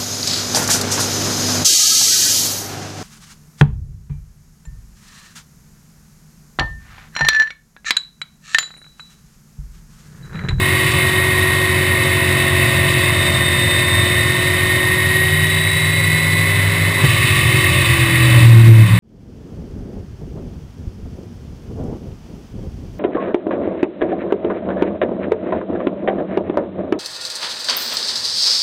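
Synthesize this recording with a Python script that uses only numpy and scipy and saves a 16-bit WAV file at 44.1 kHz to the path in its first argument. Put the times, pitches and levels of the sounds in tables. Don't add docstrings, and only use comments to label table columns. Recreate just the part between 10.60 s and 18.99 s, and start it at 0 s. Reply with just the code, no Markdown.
import sys
import numpy as np
from scipy import signal
from scipy.fft import rfft, irfft, next_fast_len
from scipy.io import wavfile

SR = 44100
rng = np.random.default_rng(int(sys.argv[2]) if len(sys.argv) > 2 else 0)


def inscribe(sig):
    pcm = np.round(np.clip(np.atleast_2d(sig).T, -1, 1) * 32767)
    wavfile.write(sys.argv[1], SR, pcm.astype(np.int16))


N = 369999


def from_db(db):
    return 10 ** (np.asarray(db) / 20)


def rms_one(x):
    return x / np.sqrt(np.mean(x ** 2) + 1e-20)


def in_time(rows):
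    return np.interp(np.arange(N) / SR, *np.transpose(rows))


def by_throttle(throttle, levels_db):
    return from_db(np.interp(throttle, np.linspace(0, 1, len(levels_db)), levels_db))


def drift(rate_hz):
    step, warm_up = 100, 2000
    r = np.exp(-2 * np.pi * rate_hz * step / SR)
    noise = rng.standard_normal(N // step + warm_up + 2)
    slow = signal.lfilter([1], [1, -2 * r, r * r], noise)[warm_up:]
    return np.interp(np.arange(N) / step, np.arange(len(slow)), rms_one(slow))


def response(hz, modes):
    return np.sqrt(sum((from_db(db) / (1 + ((hz / f - f / hz) * f / width) ** 2)) ** 2
                       for f, width, db in modes))


def coloured(x, gain_at):
    size = next_fast_len(N, True)
    hz = np.maximum(np.fft.rfftfreq(size, 1 / SR), 1)
    return rms_one(irfft(rfft(x, size) * gain_at(hz), size)[:N])


def resonate(x, modes):
    return coloured(x, lambda hz: response(hz, modes))


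def tone(turns, flutter_db, slip, rate_hz):
    flutter = from_db(flutter_db * np.tanh(drift(rate_hz)))
    return np.sqrt(2) * flutter * np.sin(2 * np.pi * turns + slip * drift(rate_hz))


def chatter(cycle, regular, wander, size=4096, harmonics=130):
    pattern, weights = 0, (1, wander * drift(1.0), wander * drift(0.68))
    for weight in weights:
        spectrum = np.r_[0, np.exp(2j * np.pi * rng.random(harmonics))]
        one_cycle = rms_one(irfft(spectrum, size))
        pattern += weight * np.interp(cycle % 1 * size, np.arange(size), one_cycle)
    pattern /= np.sqrt(sum(weight ** 2 for weight in weights))
    loose = signal.sosfilt(signal.butter(6, HOLD_HZ / 2, fs=SR, output="sos"), rng.standard_normal(N))
    return np.sqrt(regular) * pattern + np.sqrt(1 - regular) * rms_one(loose)


# f/Hz, width/Hz, lift/dB
DRONE_RESONANCES = [(112.9, 7.36, 33.5), (178, 16, 21), (325.4, 49, 11), (368.1, 17, 8.5), (583.4, 12, 17),
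                    (662, 38, 12), (744, 9.9, 14)]
def pipe_gain(hz, low_cut_hz=62):
    return np.hypot(1, response(hz, DRONE_RESONANCES)) / np.hypot(1, (low_cut_hz / hz) ** 12)


DRONE_ORDERS = (2, 3.25, 5, 6, 7, 8, 13, 14.62, 16)
# shut level/dB, half level/dB, full level/dB
DRONE_LEVELS = [(-31, -28, -29.5), (-39, -41.5, -22), (-43.5, -33, -43.5), (-54, -44, -43.5),
                (-42.5, -47, -52.5), (-37, -34, -37.5), (-49, -51, -56), (-54, -46, -61), (-56, -59.5, -52)]
def drone(cycle, cycle_hz, throttle):
    return sum(by_throttle(throttle, levels_db) * pipe_gain(order * cycle_hz)
               * tone(order * cycle, flutter_db=1.96, slip=0.18, rate_hz=8.2)
               for order, levels_db in zip(DRONE_ORDERS, DRONE_LEVELS))


# f/Hz, width/Hz, relative level/dB
PIPE_RESONANCES = [(348, 310, -8.5), (551.6, 48, 0.5), (638, 310, -8.5), (1053, 250, -1.5), (1550, 530, -7)]
def rasp(cycle, throttle, booming):
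    level = np.hypot(by_throttle(throttle, (-28.5, -25, -30)), from_db(-26.5) * booming)
    return level * resonate(chatter(cycle, regular=0.19, wander=1.0), PIPE_RESONANCES)


BOOM_ORDER = 3
def boom_strength(cycle_hz, throttle, throb_s=0.112, trough_at_s=7.815, depth=0.63):
    coasting = np.clip(1 - 2 * throttle, 0, 1)
    throb = 1 - depth * coasting * np.cos(2 * np.pi * (np.arange(N) / SR - trough_at_s) / throb_s)
    return by_throttle(throttle, (-28, -29.5, -47)) * pipe_gain(BOOM_ORDER * cycle_hz) * throb


def boom(cycle, strength, second_db=-24, third_db=-25):
    phase = 2 * np.pi * BOOM_ORDER * cycle
    overtones = from_db(third_db) * np.sin(3 * phase) - from_db(second_db) * np.cos(2 * phase)
    return np.sqrt(2) * (strength * np.sin(phase) + strength ** 2 * overtones)


WHINE_ORDERS = (40.62, 44, 46, 81.24)
# shut level/dB, half level/dB, full level/dB, flutter/dB
WHINE_LEVELS = [(-31, -22.5, -16.5, 4), (-34, -24, -17.5, 2.6), (-25, -28.5, -36, 4.2),
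                (-46, -33, -27, 4.8)]
# f/Hz, width/Hz, gain/dB
WHINE_RESONANCES = [(1849, 46, -2.5), (1884, 67, 0.5), (1989, 83, -1.5), (2131, 87, -1.5),
                    (3700, 110, -2.5), (3879, 160, 4)]
def gear_whine(cycle, cycle_hz, throttle):
    looseness = 1 - 0.87 * throttle
    return sum(by_throttle(throttle, levels_db) * response(order * cycle_hz, WHINE_RESONANCES)
               * tone(order * cycle, flutter_db * looseness, slip=0.23 * looseness, rate_hz=13)
               for order, (*levels_db, flutter_db) in zip(WHINE_ORDERS, WHINE_LEVELS))


# f/Hz, width/Hz, relative level/dB
CASE_RESONANCES = [(1882, 210, 0.34), (2099, 340, -2.4), (2139, 61, 1)]
def case_rattle(cycle, throttle):
    knocks = chatter(cycle, regular=0.3 + 0.05 * throttle, wander=0.78)
    level = by_throttle(throttle, (-19, -21, -23)) * from_db(1.03 * drift(31))
    return level * resonate(knocks, CASE_RESONANCES)


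# f/Hz, width/Hz, relative level/dB
COVER_RESONANCES = [(2577, 320, 1.5), (3009, 118, 1.5), (3664, 565, -0.5), (3923, 52, 2.5),
                    (4585, 580, -10.5), (5060, 52, -9), (5565, 470, -13.5)]
def valve_clatter(cycle, throttle):
    ticks = chatter(cycle, regular=0.19 + 0.26 * throttle, wander=1.0)
    level = by_throttle(throttle, (-21, -23.5, -25)) * from_db(0.84 * drift(37))
    return level * resonate(ticks, COVER_RESONANCES)


# f/Hz, width/Hz, relative level/dB
SLACK_RESONANCES = [(1140, 127, -1.5), (2600, 250, 0.5), (2960, 160, -8.5)]
def gear_knock(cycle, throttle):
    knocks = chatter(cycle, regular=0.6, wander=0.8)
    return by_throttle(throttle, (-23, -30.5, -46)) * resonate(knocks, SLACK_RESONANCES)


# f/Hz, relative level/dB
RUMBLE_COLOUR = [(15, -36), (30, -45), (42, -18), (55, -41), (70, -14.5), (88, -10), (115, -3.5),
                 (145, -16.5), (175, -14), (210, -27.5), (300, -28.5), (900, -46.5)]
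# t/s, level change/dB
WIND_GUSTS = [(0.0, 0.5), (0.9, -1), (1.9, 1.5), (3.4, 3.5), (4.2, 1), (4.8, -2), (6.2, -1), (7.7, 1.5),
              (8.39, 7)]
def buffeting(throttle, booming):
    points_hz, db = np.transpose(RUMBLE_COLOUR)
    rumble = coloured(rng.standard_normal(N),
                      lambda hz: from_db(np.interp(np.log(hz), np.log(points_hz), db)))
    wind = by_throttle(throttle, (-18.5, -24.5, -23.5)) * from_db(in_time(WIND_GUSTS))
    return np.hypot(wind, from_db(-14) * booming) * rumble


def gear_squeal(cycle, cycle_hz, ring_hz=3658, width_hz=13, build_s=0.045):
    order, r = WHINE_ORDERS[-1], np.exp(-1 / (build_s * SR))
    nearness = 1 / (1 + ((order * cycle_hz - ring_hz) / width_hz) ** 2)
    built_up = signal.lfilter([1 - r], [1, -r], nearness)
    level = from_db(-25.5 + 4 * np.tanh(drift(13)))
    return np.sqrt(2) * built_up * level * np.sin(2 * np.pi * order * cycle)


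# t/s, thump level/dB, f/Hz, rise time/s, puff level/dB
BANGS = [(6.436, -3.5, 131, 0.0073, -19), (6.480, -8, 113, 0.013, -44)]
def backfires():
    out = np.zeros(N)
    gas = resonate(rng.standard_normal(N), [(262, 420, 0), (900, 3000, -10)])
    for start_s, thump_db, hz, rise_s, puff_db in BANGS:
        age = np.maximum(np.arange(N) / SR - start_s, 0)
        burst = age / rise_s * np.exp(1 - np.minimum(age / rise_s, 60))
        out += burst * (from_db(puff_db) * gas - from_db(thump_db) * np.sin(2 * np.pi * hz * age))
    return out


# t/s, speed/rpm
ENGINE_SPEED = [(0.0, 5588.0), (0.4, 5551.0), (1.15, 5526.0), (2.7, 5401.0), (3.45, 5403.0), (4.27, 5489.0),
                (5.45, 5805.0), (6.33, 5996.0), (6.45, 5759.0), (6.6, 5803.0), (6.75, 5647.0),
                (6.95, 5613.0), (7.2, 5365.0), (7.35, 5073.0), (7.65, 4917.0), (7.95, 4604.0),
                (8.1, 4555.0), (8.39, 4195.0)]
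# t/s, throttle (0 shut, 1 fully open)
PEDAL = [(0.0, .42), (0.12, 0.4), (0.36, 0.17), (0.5, 0.61), (1.3, 0.6), (2.5, 0.37), (2.85, 0.65),
         (4.2, 0.67), (4.7, 0.89), (5.0, 0.92), (5.65, 0.86), (6.1, 0.75), (6.38, 0.72), (6.47, 0),
         (7.2, 0.063), (8.39, 0.44)]
def scene():
    cycle_hz = in_time(ENGINE_SPEED) / 120
    cycle = np.cumsum(cycle_hz) / SR
    throttle = in_time(PEDAL)
    booming = boom_strength(cycle_hz, throttle)
    gears = gear_whine(cycle, cycle_hz, throttle) + gear_squeal(cycle, cycle_hz)
    clatter = case_rattle(cycle, throttle) + valve_clatter(cycle, throttle) + gear_knock(cycle, throttle)
    exhaust = drone(cycle, cycle_hz, throttle) + rasp(cycle, throttle, booming) + boom(cycle, booming)
    return (exhaust + gears + clatter + buffeting(throttle, booming) + backfires())[None]


def overload(x, top, bottom):
    reach = np.where(x > 0, top, bottom)
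    return x / (1 + (x / reach) ** 8) ** (1 / 8)


def limiter(x, ceiling_db, release_db_per_s, attack_s):
    over_db = np.maximum(20 * np.log10(np.abs(x) + 1e-9) - ceiling_db, 0)
    ramp = release_db_per_s * np.arange(N) / SR
    cut_db = np.maximum.accumulate(over_db + ramp) - ramp
    r = np.exp(-1 / (attack_s * SR))
    return x * from_db(-signal.lfilter([1 - r], [1, -r], cut_db))


HOLD_HZ = 12000
def sample_and_hold(x, repeats=8):
    steps = np.repeat(signal.resample_poly(x, HOLD_HZ, SR), repeats)
    return signal.resample_poly(steps, SR, repeats * HOLD_HZ)[:N]


def record(dry):
    low_cut = signal.butter(2, 18, "high", fs=SR, output="sos")
    high_cut = signal.ellip(12, 0.1, 90, 15250, fs=SR, output="sos")
    rounded = signal.sosfilt(low_cut, overload(dry[0], top=2.5, bottom=3.2))
    limited = limiter(rounded, ceiling_db=0.5, release_db_per_s=22, attack_s=0.002)
    stepped = sample_and_hold(np.clip(limited, -1, 1))
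    return signal.sosfilt(high_cut, stepped)[None]


dry = scene()
out = record(dry)
inscribe(out)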